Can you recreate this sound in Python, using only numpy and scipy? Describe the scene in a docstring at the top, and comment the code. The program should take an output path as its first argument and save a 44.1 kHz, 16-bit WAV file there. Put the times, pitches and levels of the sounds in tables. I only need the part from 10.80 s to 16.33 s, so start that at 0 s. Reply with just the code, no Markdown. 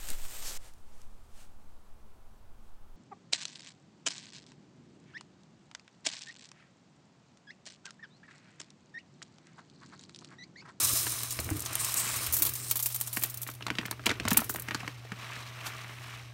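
"""A plastic bag of dry rice is handled close by, over a pot in a steel kitchen sink.
The thin film rustles and crackles as it buckles, and the sliding rice makes the pot ring.
Thicker folds snap, most of all in the second half, and the bag bumps the sink's panels.
A quieter shuffle follows. An appliance hums at twice the mains frequency throughout."""
import sys
import numpy as np
from scipy import signal
from scipy.fft import rfft, irfft, next_fast_len
from scipy.io import wavfile
from scipy.ndimage import uniform_filter1d

SR = 44100
rng = np.random.default_rng(int(sys.argv[2]) if len(sys.argv) > 2 else 0)


def transcribe(signal):
    """Save signal, clipped to [-1, 1], as a 16-bit WAV file at the path in sys.argv[1]."""
    frames = np.atleast_2d(signal).T
    limited = np.clip(frames, -1, 1)
    pcm = np.round(limited * 32767).astype(np.int16)
    wavfile.write(sys.argv[1], SR, pcm)


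N = 243873


# How loudly the hand rustles the film: time_s, level_db, extra_treble_db
HANDLING = [(0, -30, -3), (.2, -34, -2), (.45, -41, -6), (.72, -50, -2), (.95, -43.5, -11),
            (1.06, -39, -3.5), (1.45, -37.5, -4.5), (1.54, -44.5, -8), (1.7, -48, 3), (1.89, -44, -5),
            (1.95, -50, 0), (2.45, -50.5, -3), (2.72, -71, 11), (2.8, -65, -4), (3.45, -71.5, 0),
            (3.6, -52.5, 2), (3.88, -69, 5.5), (4.25, -77, 1), (4.45, -75, 4), (5.3, -62, -8),
            (5.53, -80.5, -8.5)]
# The tone of the rustle: pitch_hz, level_db
FILM_TONE = [(1470, -61), (2500, -3.5), (4780, 3.5), (8370, 0), (13000, 5), (15700, 7), (16000, -27),
             (16500, -35)]
# Flat patches of film that ring: pitch_hz, width_hz, level_db
FILM_RINGS = [(5360, 450, -13), (6640, 290, -15), (7340, 140, -5), (8300, 100, 5), (8800, 260, 1.5),
              (9580, 880, 2), (11430, 610, -7), (13100, 260, -12)]
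# Moments when the film is pulled tight: time_s, level_db, pitch_hz
PULLS = [(0.048, -37, 8400), (0.993, -34, 8700), (1.166, -30, 8200), (1.278, -43, 7850), (1.8, -42, 8170)]

def film_rustle():
    """Tiny buckles make the film hiss; pulled tight, it favours one high band, a sheen."""
    level_db, treble_db = over_time(HANDLING)
    buckles = grainy(per_s=1800, spread_db=2.8, t60_s=0.009, smooth_share=0.3)
    hiss = coloured(FILM_TONE) * buckles
    # Each ring comes and goes as the film bends.
    rings = sum(amp(db + 2.2 * drift(7.7)) * resonate(hiss, hz, width) for hz, width, db in FILM_RINGS)
    film = pot_ring(hiss + rings)
    low = rms_one(butter_filter(film, 10000, "low", order=4))
    treble = rms_one(butter_filter(film, 10000, "high", order=4))
    _, sheen_hz = over_time(PULLS)
    sheen = moving_band(sheen_hz, width_hz=1700) * buckles
    slack = amp(level_db - 31)   # even slack film keeps a faint sheen
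    pulls = sum(amp(db) * swell(s, rise_s=0.002, fade_s=0.093) for s, db, _ in PULLS)
    # The first rush of rice adds body below the sheen.
    body = rms_one(resonate(resonate(film, 6000, width_hz=3000), 6000, width_hz=3000))
    rush = amp(-40) * swell(0, rise_s=1, fade_s=0.25) * body
    return amp(level_db) * (low + amp(treble_db) * treble) + (slack + pulls) * sheen + rush


# The tone of sliding rice: pitch_hz, level_db
RICE_TONE = [(88, -36.5), (150, -13), (378, -14), (417, -13.5), (1230, -7.5), (2600, -8), (12800, -28),
             (15700, -32), (16000, -56.5)]
# How loudly the rice shifts in the bag: time_s, level_db
RICE_LEVELS = [(0, -42.5), (.55, -48.5), (.8, -49.5), (.9, -43), (1.3, -39.5), (1.5, -43), (1.75, -51),
               (2.3, -55.5), (2.45, -50), (2.75, -62), (3.0, -48), (3.2, -58.5), (3.33, -41.5),
               (3.39, -51.5), (3.47, -43), (3.6, -42), (3.68, -54.5), (4.0, -45), (4.22, -55),
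               (4.38, -48.5), (4.44, -42), (4.73, -47), (4.8, -44), (4.95, -43), (5.15, -49.5), (5.35, -45),
               (5.53, -58.5)]

def sliding_rice():
    """Grains of different sizes shift on their own, each size in its own band of pitch."""
    rice = np.zeros(N)
    for band_hz in [(60, 1600), (1600, 3200), (3200, 16000)]:
        hiss = butter_filter(coloured(RICE_TONE), band_hz, "band")
        rice += hiss * grainy(per_s=350, spread_db=1.5, t60_s=0.023, smooth_share=0.22)
    return amp(*over_time(RICE_LEVELS)) * rms_one(pot_ring(rice))


# The notes of the pot's air and walls: pitch_hz, width_hz, level_db
POT_NOTES = [(652, 5.3, 6), (1150, 200, -2), (2300, 42, -12), (3927, 61, -0.5), (5190, 88, -1),
             (6000, 120, -9)]

def pot_ring(sound):
    """The pot rings along with the sound above it, more strongly until rice covers its floor."""
    empty_db = 10 * swell(0, rise_s=1, fade_s=1)
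    ring = sum(amp(db) * resonate(sound, hz, width) for hz, width, db in POT_NOTES)
    return sound + amp(empty_db) * ring


# The tone of the sink's rumble: pitch_hz, level_db
RUMBLE_TONE = [(25, -47), (45, -12), (80, -3), (105, -1), (200, -15.5), (320, -11), (500, -14.5),
               (900, -50.5)]
# How loudly the sink shakes: time_s, level_db
RUMBLE_LEVELS = [(0, -46.5), (.55, -52.5), (.73, -41.5), (.85, -50), (1.0, -52), (1.55, -47), (2.15, -61.5),
                 (3.2, -55.5), (3.5, -43.5), (3.8, -53), (4.3, -61), (5.53, -58.5)]

def sink_rumble():
    """The sink rumbles unevenly as the hand moves the bag."""
    return amp(*over_time(RUMBLE_LEVELS)) * coloured(RUMBLE_TONE) * amp(2.0 * drift(20))


# The tone of the room's air: pitch_hz, level_db
AIR_TONE = [(30, -48.5), (90, -12), (200, 11), (450, 3), (600, 13.5), (900, 5), (1400, -39), (3000, -1),
            (6000, 2), (16000, -75)]

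def hum_and_air():
    """An appliance hums at twice the mains frequency, wavering a little, over steady air."""
    hum_hz, hum_db, air_db = 120.3, -48, -63.5
    strength = np.sqrt(2) * amp(hum_db + 0.16 * drift(4.8))
    phase = 2 * np.pi * hum_hz * np.arange(N) / SR + 0.46 * drift(3.7)
    return strength * np.sin(phase) + amp(air_db) * coloured(AIR_TONE)


# Thin creases letting go; the dull part's level is counted from the bright part's:
# start_s, level_db, pitch_hz, dull_db, fade_ms
CRACKLES = [(0.044, -12.5, 8100, -20, 45), (.072, -18, 8150, -10, 50), (0.126, -23, 9350, -24, 130),
            (0.433, -19.5, 9000, -3, 23), (0.507, -19.5, 7000, -22, 53), (.522, -23, 8040, -12, 46),
            (0.6, -20, 9000, -20, 34), (.645, -24.5, 9000, -24, 15), (.702, -21, 9200, -26, 32),
            (0.766, -27, 11000, -5, 45), (0.794, -23, 8000, -12, 18), (.804, -18.5, 11500, -32, 18),
            (0.821, -22.5, 8500, -27, 20), (0.852, -25, 9000, -15, 19), (0.86, -27, 4940, 4.5, 32),
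            (0.93, -24, 8400, -5, 23), (0.954, -12, 9000, -5.5, 15), (1.001, -19.5, 8900, -16, 95),
            (1.046, -15.5, 8500, -10, 32), (1.093, -32, 8350, 5, 41), (1.141, -12.5, 8900, -26, 12),
            (1.172, -16.5, 8050, -15, 72), (1.198, -19.5, 8170, -3.5, 65), (1.36, -20, 8830, -23, 71),
            (1.464, -19.5, 11900, -2.5, 47), (1.525, -14, 13040, -20, 62), (1.535, -11.5, 12200, -22, 116),
            (1.567, -11.5, 15100, -35, 62), (1.587, -16.5, 15200, -27, 96), (1.621, -8, 14800, -10, 66),
            (1.651, -13.5, 12100, -7, 41), (1.662, -16, 11400, -5, 100), (1.692, -19, 12900, -5.5, 37),
            (1.736, -21, 15100, -27, 38), (1.753, -22, 9500, -9, 68), (1.9, -22, 8400, -33, 54),
            (1.911, -9, 15300, -7, 45), (1.956, -17.5, 11500, -7, 70), (1.968, -16.5, 14400, -28, 49),
            (1.992, -23.5, 12600, -1, 56), (1.999, -17.5, 14700, -9, 55), (2.026, -14.5, 12600, -16, 62),
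            (2.049, -25, 12200, -31, 61), (2.059, -12, 12500, -8, 54), (2.088, -23, 14700, -27, 31),
            (2.1, -29, 15500, -3.5, 140), (2.122, -25.5, 9700, -28, 85), (2.145, -18, 12100, -7.5, 58),
            (2.16, -18, 15600, -11, 32), (2.202, -21, 13400, -37, 17), (2.211, -13.5, 11600, -7.5, 39),
            (2.265, -29, 8950, -11, 28), (2.273, -25, 8250, -5, 55), (2.329, -20, 12200, -7.5, 69),
            (2.349, -28, 12000, -13, 54), (2.364, -19.5, 11300, -9, 91), (2.394, -23.5, 13000, -18, 39),
            (2.413, -25, 15000, -26, 45), (2.426, -18, 14000, -17, 25), (2.436, -10, 15700, -6, 32),
            (2.458, -24, 12800, -20, 28), (2.47, -32, 13000, -20, 37), (2.498, -25.5, 15500, -31, 65),
            (2.542, -24, 13000, -7.5, 32), (2.573, -23, 13800, -39, 47), (2.617, -22, 13100, -15, 64),
            (2.631, -23, 12000, -6, 31), (2.674, -28.5, 11400, -0.5, 60), (2.7, -30.5, 12600, -2, 38),
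            (2.713, -36, 12600, 1, 44), (2.737, -37, 12000, -2, 30), (2.75, -37, 12000, -1.5, 31),
            (3.06, -32.5, 12800, 4, 23), (3.111, -17, 10500, -29, 21), (3.259, -31.5, 6000, 14.5, 58),
            (3.483, -16.5, 5640, -5, 20), (3.506, -22.5, 13800, 6, 65), (3.531, -11.5, 15600, -37, 31),
            (3.571, -6, 11000, -5.5, 38), (3.573, -2.5, 12600, -10, 27), (3.603, -21, 13900, -4, 47),
            (3.644, -23.5, 11500, -21, 31), (3.694, -19, 16200, -44, 85), (3.74, -23, 13600, -37, 47),
            (3.759, -23.5, 14400, -9, 35), (3.797, -21.5, 13100, -21, 26), (3.821, -25.5, 13400, -20, 27)]

def film_crackles():
    """A crease lets go with a spike and a short hiss, bright on top and duller below."""
    out = np.zeros(N)
    noises = gritty(len(CRACKLES), spread_db=5.0)
    for (start_s, level_db, hz, dull_db, fade_ms), noise in zip(CRACKLES, noises):
        spike = 0.87 * burst(noise, t60_s=0.0081, rise_s=0.000067)
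        hit = spike + burst(noise, t60_s=fade_ms / 1000, rise_s=0.0026)
        focused = resonate(resonate(hit, hz, width_hz=10000), hz, width_hz=7800)
        broad = resonate(resonate(hit, 20000, width_hz=53000), 12000, width_hz=72000)
        bright = focused + 1.2 * (hz / 12500) ** 0.92 * broad   # brighter creases spread wider
        hollow = 0.68 * resonate(hit, 1080, width_hz=660)   # the space inside the bag
        dull = resonate(hit, 3000, width_hz=7300) + hollow
        add(out, start_s, amp(level_db) * (crest_one(bright) + amp(dull_db) * crest_one(dull)))
    return out


def sink_echo(sound):
    """Dense, short echoes bounce around the steel basin and come back a little dull."""
    echo_db, dull_hz = -16.5, 5500
    pole = np.exp(-2 * np.pi * dull_hz / SR)
    noise = signal.lfilter([1], [1, -pole], rng.standard_normal(SR // 4))
    tail = burst(noise, t60_s=0.1, rise_s=0.0049)
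    return signal.fftconvolve(sound, amp(echo_db) * tail / np.sqrt(np.sum(tail ** 2)))[:N]


# Thick folds flipping; the tick's level is counted from the fold's, the click's from the jolt's:
# start_s, level_db, pitch_hz, tick_db, click_db
SNAPS = [(0.267, -21.5, 1040, -1, 2), (0.59, -18, 2540, -1.5, 17.5), (0.691, -22.5, 1770, -25, 23),
         (0.71, -27.5, 690, -21, 5), (1.266, -23.5, 2720, -6, 4), (2.371, -14.5, 2140, -5.5, 17),
         (2.421, -26.5, 2050, -11, 3), (2.448, -26, 2530, -14, 1), (2.666, -29, 1910, -20, -3),
         (2.689, -23.5, 1250, -11, 9), (2.808, -30, 990, -14, 2), (2.824, -25.5, 2700, -23, 10),
         (2.866, -17.5, 1060, -4, 4), (2.882, -22.5, 890, -10, 2), (2.903, -12, 2400, -11, 18),
         (2.953, -25.5, 2780, -10, 15), (2.985, -12, 2580, -13, 9), (3.012, -26, 2130, -11, 0),
         (3.031, -27.5, 1040, -23, 6), (3.054, -21.5, 2140, -7, 6), (3.083, -26, 1490, -23, 23),
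         (3.112, -22.5, 1170, 0, 6), (3.127, -27, 1570, -19, 13), (3.195, -28.5, 1380, -15, 14),
         (3.238, -36, 1500, -3, 4), (3.258, -19, 2670, -9, 2), (3.266, -6.5, 2700, -26, 16),
         (3.274, -21, 1290, -14, 16), (3.292, -15, 2000, -8, 1), (3.294, -16.5, 3570, -11, -1),
         (3.303, -15, 2000, -10, 5), (3.313, -13.5, 1710, -5.5, 6), (3.399, -16.5, 2500, -6, 11),
         (3.452, -20, 626, -5, -2), (3.478, -14.5, 1400, -22, 5.5), (3.516, -13.5, 1390, -25, 11),
         (3.545, -21.5, 1570, -35, 2), (3.568, -19.5, 2100, -18, 6), (3.591, -18.5, 1280, -18, 9),
         (3.619, -19, 700, -20, 14), (3.697, -19, 1140, -27, 13), (3.747, -23.5, 660, -10, 14),
         (3.76, -21, 1830, -21, 15), (3.786, -29, 1490, -18, 17), (3.885, -20, 2180, -6.5, 8),
         (3.909, -17, 2240, -14, 12), (3.917, -28, 2000, -10, 4), (3.946, -17, 1370, 0, 1),
         (4.003, -26, 1980, -7, 5), (4.031, -27.5, 794, -27, 2), (4.047, -31, 1100, -20, 13),
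         (4.078, -18, 2280, -7, 19), (4.25, -32.5, 500, -12, 10), (4.319, -21.5, 1580, -8.5, 10),
         (4.564, -27.5, 1600, -17, 12), (5.045, -29.5, 1500, -20, 13), (5.095, -31, 1900, -24, 12)]

def fold_snaps():
    """A stiff fold flips: a click and a jolt ring it, with a tick on top and a low push behind."""
    out = np.zeros(N)
    ring_ratios = rng.uniform(0.26, 1.0, (len(SNAPS), 2))   # two lower rings linger after each snap
    noises = gritty(len(SNAPS), spread_db=3.5)
    for (start_s, level_db, hz, tick_db, click_db), noise, ratios in zip(SNAPS, noises, ring_ratios):
        jolt = burst(noise, t60_s=0.024, rise_s=0.00038)
        click = amp(click_db) * burst(np.ones_like(noise), t60_s=0.0013, rise_s=0.00002)
        hit = jolt + click
        dull = butter_filter(hit, [0.38 * hz + 200, 1.25 * hz + 2200], "band")
        rings = sum(resonate(dull, ratio * hz, width_hz=100) for ratio in ratios)
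        fold = 2.13 * resonate(dull, hz, width_hz=0.66 * hz) + 1.07 * rings + 0.25 * dull
        tick = resonate(resonate(hit, 4100, width_hz=1170), 6250, width_hz=15000)
        add(out, start_s, amp(level_db) * (crest_one(fold) + amp(tick_db) * crest_one(tick)))
        puff = burst(noise, t60_s=0.048, rise_s=0.00059)
        push = resonate(resonate(puff, 130, width_hz=410), 160, width_hz=460)
        push_db = -35 + 0.9 * (level_db + 21)   # louder snaps push harder
        add(out, start_s, amp(push_db) * push / np.max(np.abs(push)))
    return out


# The bag bumping the sink, and the pitch each struck spot favours: start_s, level_db, spot_hz
BUMPS = [(0.588, -40, 81), (0.654, -36, 94), (0.711, -13.5, 320), (0.715, -28.5, 98), (1.481, -39, 81),
         (1.611, -27, 315), (2.903, -21, 210), (2.989, -28, 252), (3.301, -20.5, 131), (3.452, -25, 235),
         (3.462, -26, 113), (3.517, -11.5, 202), (3.581, -22.5, 238), (3.952, -28.5, 187),
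         (4.033, -30.5, 203), (4.318, -24.5, 181)]
# The notes of the sink's steel panels: pitch_hz, level_db, fade_s
PANEL_NOTES = [(79, 6, 0.36), (97.6, 6.5, 0.15), (191, 1, 0.057), (231.3, 5, 0.061), (290, -10, 0.16),
               (309.5, -11, 0.21), (662, 1, .05)]

def sink_bumps():
    """Soft blows ring the panels; notes far from the struck spot's pitch are weaker."""
    out, t = np.zeros(N), np.arange(SR // 2) / SR
    for start_s, level_db, spot_hz in BUMPS:
        for hz, note_db, fade_s in PANEL_NOTES:
            loss_db = 50 * abs(np.log2(hz / spot_hz))   # 50 dB for each octave away
            note = burst(np.sin(2 * np.pi * hz * t), t60_s=fade_s, rise_s=0.0042)
            add(out, start_s, amp(level_db + note_db - loss_db) * note)
    return out


# The tone of a brush against the film: pitch_hz, level_db
BRUSH_TONE = [(180, -28), (300, -24), (987, -18), (8440, -26), (14200, -28), (15700, -42), (16500, -47)]

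def film_brush():
    """The film is brushed softly once, near the end."""
    return amp(-34.5) * swell(4.868, rise_s=0.011, fade_s=0.018) * coloured(BRUSH_TONE)


def amp(db):
    """Turn decibels into a number to multiply by."""
    return 10 ** (np.asarray(db) / 20)


def rms_one(x):
    """Scale a sound so that its average strength (rms) is 1."""
    return x / np.sqrt(np.mean(x ** 2) + 1e-20)


def crest_one(x):
    """Scale a sound by its loudest 4 ms, so that its peaks lie near 1."""
    return x / (3 * np.sqrt(uniform_filter1d(x ** 2, size=176).max()))


def add(out, start_s, sound):
    """Mix a sound in at its start time."""
    start = max(round(start_s * SR), 0)
    out[start:start + len(sound)] += sound[:N - start]


def over_time(rows):
    """Join a table's points with straight lines: one curve for each column after the time."""
    times_s, *columns = np.transpose(rows)
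    return [np.interp(np.arange(N) / SR, times_s, column) for column in columns]


def swell(peak_s, rise_s, fade_s):
    """A curve that rises to 1 at peak_s and falls after it."""
    since_s = np.arange(N) / SR - peak_s
    return np.exp(-np.maximum(-since_s / rise_s, since_s / fade_s))


def burst(x, t60_s, rise_s):
    """Make a sound rise fast and die away, losing 60 dB every t60_s."""
    t = np.arange(len(x)) / SR
    return x * (1 - np.exp(-t / rise_s)) * amp(-60 * t / max(t60_s, 0.001))


def resonate(x, hz, width_hz):
    """Let a sound ring around one pitch; a narrower width rings longer."""
    r = np.exp(-np.pi * width_hz / SR)
    gain = (1 - r * r) / 2
    return signal.lfilter([gain, 0, -gain], [1, -2 * r * np.cos(2 * np.pi * hz / SR), r * r], x)


def butter_filter(x, hz, kind, order=2):
    """Keep the low part, the high part or one band of a sound."""
    return signal.sosfilt(signal.butter(order, hz, kind, fs=SR, output="sos"), x)


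def coloured(tone):
    """Noise of strength 1, shaped by a tone table."""
    size = next_fast_len(N)
    hz, db = np.transpose(tone)
    bins_hz = np.arange(size // 2 + 1) * SR / size
    gain = amp(np.interp(np.log(bins_hz + 1), np.log(hz), db))
    return rms_one(irfft(rfft(rng.standard_normal(size)) * gain, size)[:N])


def drift(rate_hz):
    """A slow random wobble of strength 1."""
    r = np.exp(-2 * np.pi * rate_hz / SR)
    return rms_one(signal.lfilter([1], [1, -2 * r, r * r], rng.standard_normal(N + SR))[SR:])


def grainy(per_s, spread_db, t60_s, smooth_share):
    """The loudness of many tiny events that start at once and die away, over a steady share."""
    sizes = amp(spread_db * np.minimum(rng.exponential(1, N), 4))
    starts = rng.random(N) < per_s * amp(3 * drift(25)) / SR   # they come in clumps
    decay = amp(-120 / (t60_s * SR))
    power = signal.lfilter([1], [1, -decay], (sizes * starts) ** 2 + 1e-18)
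    return np.sqrt(smooth_share + (1 - smooth_share) * power / power.mean())


def gritty(count, spread_db):
    """Short pieces of noise with an uneven grain, one row for each event."""
    shape = (count, 5000)
    return rng.standard_normal(shape) * amp(spread_db * np.minimum(rng.exponential(1, shape), 2.5))


def moving_band(hz, width_hz):
    """A narrow band of noise, of strength 1, whose centre follows hz."""
    slow = butter_filter(rng.standard_normal((2, N)), width_hz / 2, "low")
    phase = 2 * np.pi * np.cumsum(hz) / SR
    return rms_one(slow[0] * np.cos(phase) + slow[1] * np.sin(phase))


def scene():
    """Mix everything into one channel; the crackles and snaps echo in the sink."""
    hits = film_crackles() + fold_snaps()
    bag = hits + sink_echo(hits) + film_rustle() + sliding_rice()
    return (bag + sink_rumble() + sink_bumps() + film_brush() + hum_and_air())[None]


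# Pitches the microphone picks up less well: pitch_hz, width_hz, depth (0 to 1)
MIC_DIPS = [(492, 133, 0.36), (5020, 170, 0.6), (10440, 1760, 0.45)]

def record(dry):
    """The microphone has a few dips; the highest treble drops in a step, then is cut off."""
    step_hz, cutoff_hz = 15850, 16979
    for hz, width_hz, depth in MIC_DIPS:
        dry = dry - depth * resonate(dry, hz, width_hz)
    stepped = signal.sosfilt(signal.ellip(6, 0.5, 22, step_hz, fs=SR, output="sos"), dry)
    return signal.sosfilt(signal.cheby2(16, 55, cutoff_hz, fs=SR, output="sos"), stepped)


dry = scene()
out = record(dry)
transcribe(out)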